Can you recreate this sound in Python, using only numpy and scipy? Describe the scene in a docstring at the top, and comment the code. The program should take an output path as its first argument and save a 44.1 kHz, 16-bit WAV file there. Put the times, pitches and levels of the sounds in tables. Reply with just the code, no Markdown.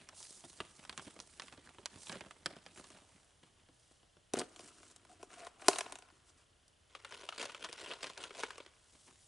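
"""A walker crosses dry leaves and twigs at the edge of a wood: filtered noise and tiny cracks, short noise bursts.
Near 4 s the steps fade and the lid of a plastic bucket is pried off: it pops in two stages as damped wall modes,
while hands rub as noise strokes and the rim creaks as a resonator driven by random slips.
From 7 s the loose load rattles in surges of tiny cracks and knocks on the wall; a few soft steps end the scene.
Throughout, scattered echoes of the trees, quiet outdoor air and a very faint buzz surround it."""
import sys
import numpy as np
from scipy import signal
from scipy.fft import rfft, irfft
from scipy.io import wavfile
from scipy.ndimage import uniform_filter1d

SR = 44100
rng = np.random.default_rng(int(sys.argv[2]) if len(sys.argv) > 2 else 0)


def transcribe(signal):
    """Save signal, clipped to [-1, 1], as a 16-bit WAV file at the path in sys.argv[1]."""
    frames = np.atleast_2d(signal).T
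    limited = np.clip(frames, -1, 1)
    pcm = np.round(limited * 32767).astype(np.int16)
    wavfile.write(sys.argv[1], SR, pcm)


N = 408807

# the three bands in which contact sounds are balanced, thud, body and crack: (low edge f/Hz, high edge f/Hz)
BANDS_HZ = [(55, 500), (500, 3500), (3500, 12500)]
FILTERS = [signal.butter(3, band, "bandpass", fs=SR, output="sos") for band in BANDS_HZ]
HIT_T = np.arange(SR // 8) / SR  # time axis of one blow, s
CLOCK = np.arange(0, N / SR + .002, .002)  # slow time axis of the movements, s


def amp(db):
    """Level: an amplitude ratio is ten to the power of decibels over 20."""
    return 10 ** (np.asarray(db) / 20)


def decay(t, t60):
    """Exponential decay: the amplitude falls by 60 dB in t60 seconds."""
    return np.exp(-np.log(1000) * t / t60)


def evened(x):
    """Normalization: scales a signal to an rms of one."""
    return x / np.sqrt(np.mean(x ** 2) + 1e-20)


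def read(points, hz):
    """Logarithmic pitch: interpolates a spectrum along a log-frequency axis."""
    f, value = np.transpose(points)
    return np.interp(np.log(hz + 1), np.log(f + 1), value)


def add(mix, s, sound):
    """Superposition: adds a sound to the mix at s seconds."""
    part = mix[max(round(s * SR), 0):][:len(sound)]
    part += sound[:len(part)]


def coloured(x, colour, size=2048):
    """Minimum-phase filtering: a causal filter with the given spectrum keeps attacks sharp."""
    log_gain = np.log(amp(read(colour, abs(np.fft.fftfreq(size, 1 / SR)))))
    # the Hilbert transform of the log gain yields the minimum phase
    spectrum = np.exp(np.conj(signal.hilbert(log_gain)))
    taps = np.fft.ifft(spectrum).real
    return signal.oaconvolve(x, taps[:size // 2])[:len(x)]


def tinted(colour, spread_db):
    """Individual resonance: each piece has a random ripple on the common colour."""
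    hz = np.geomspace(50, SR / 2, num=36)
    return np.c_[hz, read(colour, hz) + spread_db * rng.standard_normal(len(hz))]


def patchy(x, patch_db):
    """Spectral modulation: the colour wanders in patches of about 700 Hz by 25 ms as pieces take turns."""
    z = signal.stft(x, nperseg=256)[2]
    field = uniform_filter1d(rng.standard_normal(z.shape), size=4, axis=0)
    field = uniform_filter1d(field, size=8, axis=1)
    return signal.istft(z * amp(patch_db * evened(field)), nperseg=256)[1][:len(x)]


def brittleness(levels):
    """Brittle fracture: the brighter a crack, the smaller the piece and the stronger its first spike."""
    return amp(np.clip(2 * (levels[2] - levels[1]), 0, 14))


def burst(t60, spike, ring_db, ring_t60):
    """Fracture: noise that spreads within a millisecond, one near reflection and a weaker after-ring."""
    dying = decay(HIT_T, t60) + amp(ring_db) * decay(HIT_T, ring_t60)
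    onset = 1 - np.exp(-HIT_T / 0.00032)
    x = rng.standard_normal(len(HIT_T)) * dying * onset
    add(x, .0006, np.array([spike]))
    reflection_s = rng.uniform(.002, .0055)
    add(x, reflection_s, -.35 * x.copy())
    return x


def blow(sounds, levels_db):
    """Band energy: thud, body and crack of one blow each carry the energy of 10 ms at their level."""
    parts = [signal.sosfilt(sos, x) for sos, x in zip(FILTERS, sounds)]
    unit_energy = sum(amp(db) * x / np.linalg.norm(x) for x, db in zip(parts, levels_db))
    return unit_energy * np.sqrt(SR / 100)


def swell(start, end, db, rise_s, fall_s, bands_db):
    """Power envelope: a rounded rise, a hold and a steady fall, each 20 dB down after its given seconds."""
    rise = (np.maximum(start - CLOCK, 0) / rise_s) ** 2
    fall = np.maximum(CLOCK - end, 0) / fall_s
    below_db = np.minimum(20 * (rise + fall), 100)
    return np.outer(amp(bands_db), amp(db - below_db)) ** 2


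def rustle(power, colour, grains_per_s, spread_db, smooth_shares, clump_db, patch_db):
    """Granular noise: tiny cracks of uneven size over a smooth hiss follow the power of the movements."""
    chance, size = rng.random(N), rng.exponential(1, N)
    sign, hiss = rng.choice([-1, 1], N), rng.standard_normal(N)
    clicks = (chance < grains_per_s / SR) * sign * amp(spread_db * np.minimum(size, 3.5))
    # each crack frays into a millisecond of noise
    fray_power = signal.lfilter([1], [1, -np.exp(-1 / (0.0015 * SR))], clicks ** 2)
    fray = np.sqrt(fray_power) * rng.standard_normal(N)
    grains = patchy(coloured(evened(clicks) + evened(fray), colour), patch_db)
    hiss = coloured(hiss, colour)
    out = 0
    for sos, band_power, share in zip(FILTERS, power, np.clip(smooth_shares, 0, 1)):
        smooth = np.sqrt(share) * evened(signal.sosfilt(sos, hiss))
        rough = np.sqrt(1 - share) * evened(signal.sosfilt(sos, grains))
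        # the cracks come in clumps of some ten milliseconds
        clumps = uniform_filter1d(rng.standard_normal(len(CLOCK)), size=5)
        clumps = evened(uniform_filter1d(clumps, size=3))
        envelope = np.sqrt(band_power) * amp(clump_db * clumps)
        out = out + (smooth + rough) * np.interp(np.arange(N) / SR, CLOCK, envelope)
    return out


def air():
    """Interaural coherence: rumble and hiss of the open air are nearly the same at both ears in the bass."""
    # spectrum of the air: (f/Hz, level/dB)
    air_colour = [(12, -36.5), (20, -9.5), (91, 0.5), (208, -13.5), (513, -13), (617, -11), (872, -16.5),
                  (1790, -17.5), (2330, -21), (2960, -17.5), (4300, -21.5), (9050, -24), (10600, -23.5),
                  (11500, -46), (15000, -71), (22000, -120)]
    # correlation of the two ears: (f/Hz, likeness 0-1)
    air_same = [(100, 1), (300, 0.04), (1200, 0.3), (3000, 0.8), (11000, 1)]
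    hz = np.fft.rfftfreq(N, 1 / SR)
    a, b = rfft(rng.standard_normal((2, N)))
    same = np.clip(read(air_same, hz), -1, 1)
    mid, side = a * np.sqrt(1 + same), b * np.sqrt(1 - same)
    ears = irfft(np.array([mid + side, mid - side]) * amp(read(air_colour, hz)), N)
    return amp(-71) * evened(ears)


def buzz():
    """Amplitude modulation: a very faint electronic buzz near 3 kHz pulses evenly thirty times a second."""
    t = np.arange(N) / SR
    band = coloured(rng.standard_normal(N), [(2200, -37.5), (2900, -1), (3400, -4.5), (4200, -37)])
    pulse = (1 + np.cos(2 * np.pi * 30 * t)) ** 2
    return amp(-83.5) * evened(band * pulse)


def wood(x, echo_db, width, near_db, near_t60):
    """Scattering: trunks return a long faint echo; the ground close by makes the ears differ a little."""
    # decay time of the echo: (f/Hz, t60/s)
    wood_t60 = [(150, 0.2), (1500, 0.9674), (10000, 0.57)]
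    # spectrum of the echo: (f/Hz, level/dB)
    wood_colour = [(300, -3.5), (900, 0), (3000, -5), (10000, -1)]
    taps = rng.standard_normal((2, SR)) * (rng.random((2, SR)) < 2500 / SR)
    # single trunks stand out of the scatter
    taps = taps * amp(4.8 * evened(uniform_filter1d(rng.standard_normal(SR), size=250)))
    hz, t, z = signal.stft(taps, SR, nperseg=256)
    z = z * decay(t, read(wood_t60, hz)[:, None]) * amp(read(wood_colour, hz))[:, None]
    tail = signal.istft(z, SR, nperseg=256)[1]
    tail = tail * (1 - np.exp(-np.arange(tail.shape[1]) / SR / 0.004))
    mid, side = amp(echo_db) * tail / np.linalg.norm(tail[0])
    near = rng.standard_normal(len(HIT_T)) * decay(HIT_T, near_t60)
    near = coloured(near, [(400, -9.5), (2000, 8)])
    side = side * width
    add(side, 0, amp(near_db) * near / np.linalg.norm(near))
    return signal.fftconvolve(x[None], np.array([mid + side, mid - side]), axes=1)[:, :N]


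def footsteps():
    """Fracture and friction: leaves swish and crunch under each foot; heels bump and twigs break."""
    # spectrum of the leaves: (f/Hz, level/dB)
    leaf_colour = [(35, -38), (60, -1), (118, -6.5), (157, 1.5), (270, 0), (383, -1), (466, -9.5),
                   (543, -8), (2550, -14), (9440, -9), (11000, -18), (14300, -45), (22000, -120)]
    # common spectrum of twigs and bumps: (f/Hz, level/dB)
    twig_colour = [(70, -13.5), (175, -6), (450, -5), (1100, 2), (2200, -5), (3100, -1), (6000, -5.5),
                   (11000, -14.5)]
    # twigs and leaf stalks breaking underfoot: (t/s, thud level/dB, body level/dB, crack level/dB)
    twigs = [(0.0884, -81.5, -53.5, -53), (0.228, -85.5, -66.5, -52.5), (0.603, -45.5, -39.5, -56),
             (0.8503, -69.5, -55, -58.5), (0.895, -58, -46, -47.5), (0.9271, -63, -56.5, -59),
             (0.9767, -57, -46.5, -47), (0.9953, -70, -49, -64.5), (1.1904, -56.5, -57.5, -61.5),
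             (1.2012, -60.5, -55.5, -48), (1.3971, -66, -45, -49), (1.4198, -68, -51, -53),
             (1.4818, -71.5, -55.5, -63), (1.525, -60.5, -56.5, -64.5), (1.784, -53.5, -55.5, -72.5),
             (1.8575, -79.5, -44.5, -40), (2.0695, -74.5, -55.5, -56.5), (2.0954, -51, -47, -49),
             (2.125, -49.5, -51.5, -51), (2.2079, -51.5, -48, -58.5), (2.3092, -71, -51, -59),
             (2.4592, -43.5, -37, -38), (2.663, -59.5, -53, -58.5), (2.8417, -70.5, -58, -60.5),
             (2.903, -59.5, -64.5, -60)]
    # heels and soles bumping the ground: (t/s, level/dB)
    thumps = [(0.4392, -53.5), (1.07, -57.5), (1.163, -56), (1.4381, -60), (1.5767, -56.5), (2.1549, -47),
              (2.2616, -54.5), (2.528, -56.5), (2.5655, -53), (2.795, -55.5), (3.02, -64.5), (3.43, -66),
              (3.6871, -62.5), (3.912, -66.5), (4.03, -68), (4.168, -64), (8.95, -66.5)]
    # a foot pressing the leaves flat: (t/s, level/dB)
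    treads = [(0.02, -65.5), (0.12, -69.5), (0.46, -67), (0.61, -61), (0.8, -65), (0.91, -63), (0.99, -61),
              (1.08, -60.5), (1.44, -61.5), (1.54, -64.5), (1.659, -62), (1.938, -58.5), (2.12, -50.5),
              (2.48, -64), (2.68, -66.5), (2.781, -59), (2.93, -64), (3.03, -79.5), (3.15, -68.5),
              (3.441, -67.5), (3.6, -73.5), (8.95, -71), (9.089, -67.5)]
    # a leg sweeping through dry leaves: (peak t/s, rise t/s per 20 dB with its sign unused, fall t/s per 20 dB,
    # level/dB)
    swishes = [(0.195, 0.06, 0.2983, -53), (0.33, -0.16, 0.84, -60), (0.82, -0.28, 0.08, -70),
               (1.02, -0.01, 0.08, -56.5), (1.47, 0.83, 0.11, -67), (2.081, 0.16, 0.1123, -54.5),
               (2.79, 0.09, 0.27, -63), (3.12, 0.5, 0.77, -73), (3.86, 0.23, 0.49, -74),
               (9.08, 0.35, 0.09, -67), (9.23, 0.68, 1.36, -69.5)]
    thump_bands, tread_bands = (0, -6, -14), (-2.12, 0, -7)  # shares of thud, body and crack, dB
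    swish_bands, stir_bands = (-34, -13, 0), (-4, 0, -2)
    rise_s, fall_s = 0.0385, 0.1495  # of a tread, per 20 dB
    # leaves and cloth stir all through the walk and settle after it
    power = swell(0, 2.965, -71, rise_s, .8, stir_bands)
    power = power + sum(swell(s, s, db, rise_s, fall_s, tread_bands) for s, db in treads)
    power = power + sum(swell(s, s, db, rise, fall, swish_bands) for s, rise, fall, db in swishes)
    out = rustle(power, leaf_colour, grains_per_s=710, spread_db=5.0,
                 smooth_shares=[.2, .1, .55], clump_db=1.5, patch_db=3)
    bumps = [(s, *np.add(db, thump_bands)) for s, db in thumps]
    for s, *levels in twigs + bumps:
        ground = burst(t60=0.0275, spike=0.47, ring_db=-4, ring_t60=0.132)
        stick = burst(t60=0.0128, spike=7.07, ring_db=-4.5, ring_t60=0.0519)
        crack = burst(t60=0.00985, spike=1.97 * brittleness(levels), ring_db=-42.5, ring_t60=0.04)
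        colour = tinted(twig_colour, spread_db=1.5)
        add(out, s, blow([coloured(x, colour) for x in (ground, stick, crack)], levels))
    return out


def rubbing():
    """Sliding friction: hands and lid scrape over the bucket, stroke by stroke."""
    # spectrum of rubbed plastic: (f/Hz, level/dB)
    rub_colour = [(71, -46), (120, -18), (265, -4.5), (339, -1), (534, -13), (723, -10.5), (825, -23),
                  (942, -12), (1350, -9.5), (1790, -15.5), (2870, -15), (3340, -18), (8930, -15),
                  (11000, -24.5), (14300, -55.5), (22000, -120)]
    # strokes over the plastic: (start t/s, end t/s, thud level/dB, scrape level/dB, hiss level/dB)
    rubs = [(4.363, 4.413, -47, -50, -59.5), (4.526, 4.58, -70.5, -73, -69),
            (4.613, 4.69, -67.5, -64, -61.5), (4.722, 4.91, -72, -71.5, -66.5),
            (5.099, 5.125, -67.5, -71, -71), (5.215, 5.235, -65, -68, -68),
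            (5.313, 5.35, -69, -60.5, -64.5), (5.392, 5.465, -69.5, -58, -62.5),
            (5.609, 5.67, -69.5, -62.5, -64), (5.679, 5.788, -57, -50.5, -53),
            (5.84, 5.95, -65.5, -63, -70), (6.279, 6.295, -82, -74.5, -67), (6.392, 6.405, -82, -71, -70.5)]
    rise_s, fall_s = .03, 0.059  # per 20 dB
    # the hands shift their grip all the while
    power = swell(4.5, 6.09, -75, rise_s, 0.61, bands_db=(-2, 0, -3))
    power = power + sum(swell(start, end, 0, rise_s, fall_s, levels) for start, end, *levels in rubs)
    return rustle(power, rub_colour, grains_per_s=1100, spread_db=6.5,
                  smooth_shares=[.3, .4, .55], clump_db=1.77, patch_db=2.5)


def creaks():
    """Stick-slip: the rim moves in quick uneven jerks that make the bent lid sing."""
    # the rim dragging along the lip: (start t/s, end t/s, level/dB, pitch f/Hz)
    drags = [(5.089, 5.145, -63, 717.5), (5.191, 5.235, -67, 697), (5.289, 5.34, -70, 731),
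             (5.358, 5.485, -56, 685), (5.56, 5.69, -65, 761)]
    out = np.zeros(N)
    for start, end, db, hz in drags:
        t = np.arange(0, end - start, 1 / SR)
        slips = (rng.random(N) < 900 / SR)[:len(t)] * 1.
        ring = np.sin(2 * np.pi * hz * HIT_T) * decay(HIT_T, 0.099)
        song = evened(signal.oaconvolve(slips - slips.mean(), ring)[:len(t)])
        add(out, start, amp(db) * song * signal.windows.tukey(len(t), .5))
    return out


def load():
    """Granular impact: loose pieces trickle, surge at each shake and knock against the plastic wall."""
    # spectrum of the load: (f/Hz, level/dB)
    load_colour = [(88, -54), (150, -20.5), (211, -21), (248, -15), (396, -6), (679, -3.5), (798, -9),
                   (1010, 0.5), (1270, -7.5), (1440, 0.5), (1640, -6.5), (3020, -4), (4730, -6.5),
                   (9360, -11.5), (11000, -18.5), (14300, -71), (22000, -120)]
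    # surges of the load as the bucket is shaken: (peak t/s, level/dB)
    shakes = [(6.965, -63.5), (7.15, -54), (7.24, -57.5), (7.421, -45), (7.52, -56.5), (7.635, -52),
              (7.725, -57), (7.822, -50.5), (7.908, -51.5), (8.041, -52.5), (8.09, -56), (8.23, -51),
              (8.403, -46.5), (8.46, -58), (8.59, -64)]
    # clumps of the load knocking on the wall: (t/s, thud level/dB, body level/dB, crack level/dB)
    knocks = [(6.9498, -72.5, -47.5, -61), (7.0472, -73.5, -47, -55.5), (7.1229, -70, -50, -60.5),
              (7.289, -60, -40.5, -50), (7.3243, -71, -46.5, -64.5), (7.4267, -49, -43.5, -48.5),
              (7.4541, -68, -45, -48.5), (7.4954, -69.5, -51, -71.5), (7.5465, -62, -46.5, -58),
              (7.6446, -65.5, -44, -47), (7.7278, -59, -51.5, -48), (7.9127, -51, -44.5, -58),
              (7.935, -63.5, -48, -53.5), (8.03, -54, -44, -45), (8.0413, -56, -43, -51),
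              (8.099, -55.5, -49, -56), (8.1762, -73.5, -51, -50.5), (8.2383, -63, -45.5, -48.5),
              (8.3063, -52, -51, -66), (8.434, -42, -35.5, -46), (8.5051, -62.5, -46, -59),
              (8.5802, -55, -51, -56), (8.6021, -52, -51, -70), (8.662, -60, -57.5, -66)]
    load_bands = (-6, 0, -4)  # shares of thud, rattle and hiss, dB
    rise_s, fall_s = 0.075, 0.0994  # of a surge, per 20 dB
    # between shakes the load keeps trickling
    power = swell(7.1, 8.52, -64, 0.236, .4, load_bands)
    power = power + sum(swell(s, s, db, rise_s, fall_s, load_bands) for s, db in shakes)
    out = rustle(power, load_colour, grains_per_s=450, spread_db=2.5,
                 smooth_shares=[.08, .04, .08], clump_db=1.79, patch_db=2.5)
    for s, *levels in knocks:
        wall = burst(t60=0.0223, spike=4.42, ring_db=-15, ring_t60=0.0723)
        tick = burst(t60=0.0115, spike=3 * brittleness(levels), ring_db=-9, ring_t60=0.034)
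        colour = tinted(load_colour, spread_db=2.0)
        add(out, s, blow([coloured(x, colour) for x in (wall, wall, tick)], levels))
    return out


def lid():
    """Modal synthesis: each slip of the rim cracks and rings the bucket, which drums lower while sealed."""
    # modes of bucket and lid: (f/Hz, level/dB, t60/s, extra level while sealed/dB)
    bucket = [(260, -10.5, 0.038, 15.5), (389.3, 0.5, 0.064, 4), (466, -2.5, 0.036, 7),
              (618.4, -0.5, 0.041, 0.5), (716.3, 0, 0.07, -0.5), (838.4, -7, 0.074, -2),
              (1022.3, 1.5, .045, -8), (1457, -7, 0.064, -4), (2460, -10, 0.012, -15.5),
              (5600, -5.5, 0.0088, -0.5), (6500, -12, 0.011, -9), (8420, -3, 0.018, -5.5)]
    # the rim slipping and snapping over the lip: (t/s, thud level/dB, body level/dB, crack level/dB)
    lid_snaps = [(4.3359, -33, -36, -38), (4.3685, -40.5, -46, -49), (4.3767, -43, -45, -52.5),
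                 (4.3883, -40, -45.5, -40.5), (4.394, -43, -48.5, -39.5), (4.4018, -46.5, -42.5, -48.5),
                 (4.413, -45, -45, -54), (4.561, -88, -58.5, -58), (4.593, -63, -53, -56.5),
                 (4.8308, -85, -60.5, -66), (4.9613, -92, -64, -57.5), (5.05, -77, -62, -67),
                 (5.2285, -49, -50, -56.5), (5.4679, -64.5, -46, -56.5), (5.6205, -67.5, -52, -62),
                 (5.683, -24.5, -21, -21.5), (5.731, -63.5, -41, -47.5), (5.7584, -70, -42, -48),
                 (5.7851, -65.5, -43.5, -36.5), (5.7865, -66.5, -40.5, -43), (5.8078, -60.5, -37.5, -41.5),
                 (5.8616, -61.5, -48, -66.5), (5.9225, -67.5, -47, -48), (5.955, -74, -50.5, -52.5),
                 (5.987, -72, -58.5, -57), (6.0228, -81, -58.5, -64), (6.68, -91, -80.5, -66.5)]
    out = np.zeros(N)
    hz, mode_db, t60, sealed_db = np.transpose(bucket)[:, :, None]
    unsealed_s = 5
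    # the hands soak up the first wide swing within a few milliseconds
    dying = decay(HIT_T, t60) * (1 + 1.2 * np.exp(-(HIT_T / .007) ** 4))
    signs = (-1) ** np.arange(len(hz))[:, None]
    modes = signs * np.sin(2 * np.pi * hz * HIT_T) * dying
    onset = 1 - np.exp(-HIT_T / .0005)
    thin_wall = signal.butter(2, 330, "highpass", fs=SR, output="sos")
    for s, *levels in lid_snaps:
        strike_db = mode_db + sealed_db * (s < unsealed_s) + rng.standard_normal(hz.shape)
        ring = (amp(strike_db) * modes).sum(0) * onset
        crack = signal.sosfilt(thin_wall, burst(t60=0.012, spike=2, ring_db=-24.5, ring_t60=0.14))
        crack = coloured(crack, tinted([(500, 1), (7500, 2.8), (11000, -1.5)], spread_db=1.5))
        # a heavy pop flexes the whole wall; a light tick stays in the rim
        flex = amp(np.clip(.5 * (levels[0] - levels[1]) - 11.0, -22, -6))
        add(out, s, blow([flex * ring + crack] * len(BANDS_HZ), levels))
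    return out


def scene():
    """Direct and scattered sound: the walker, a little to the right at first, among the trees."""
    # where the walker is: (t/s, left minus right level/dB)
    bearing = [(0, -1.5), (.9, -2.5), (2.1, -3), (2.7, -1.94), (4.2, 0), (5.7, 0.78), (7.2, 0.5)]
    walker = footsteps() + rubbing() + lid() + creaks() + load()
    pan_db = np.interp(np.arange(N) / SR, *np.transpose(bearing))
    direct = walker * amp(np.array([pan_db, -pan_db]) / 2)
    echo = wood(walker, echo_db=-20, width=0.49, near_db=-11.0, near_t60=0.013)
    return direct + echo + air() + buzz()


def record(dry):
    """Band limitation: a linear-phase low-pass removes the treble above about 11 kHz."""
    taps = signal.firwin(255, 11150, window=("kaiser", 7), fs=SR)
    return signal.oaconvolve(dry, taps[None], "same")


dry = scene()
out = record(dry)
transcribe(out)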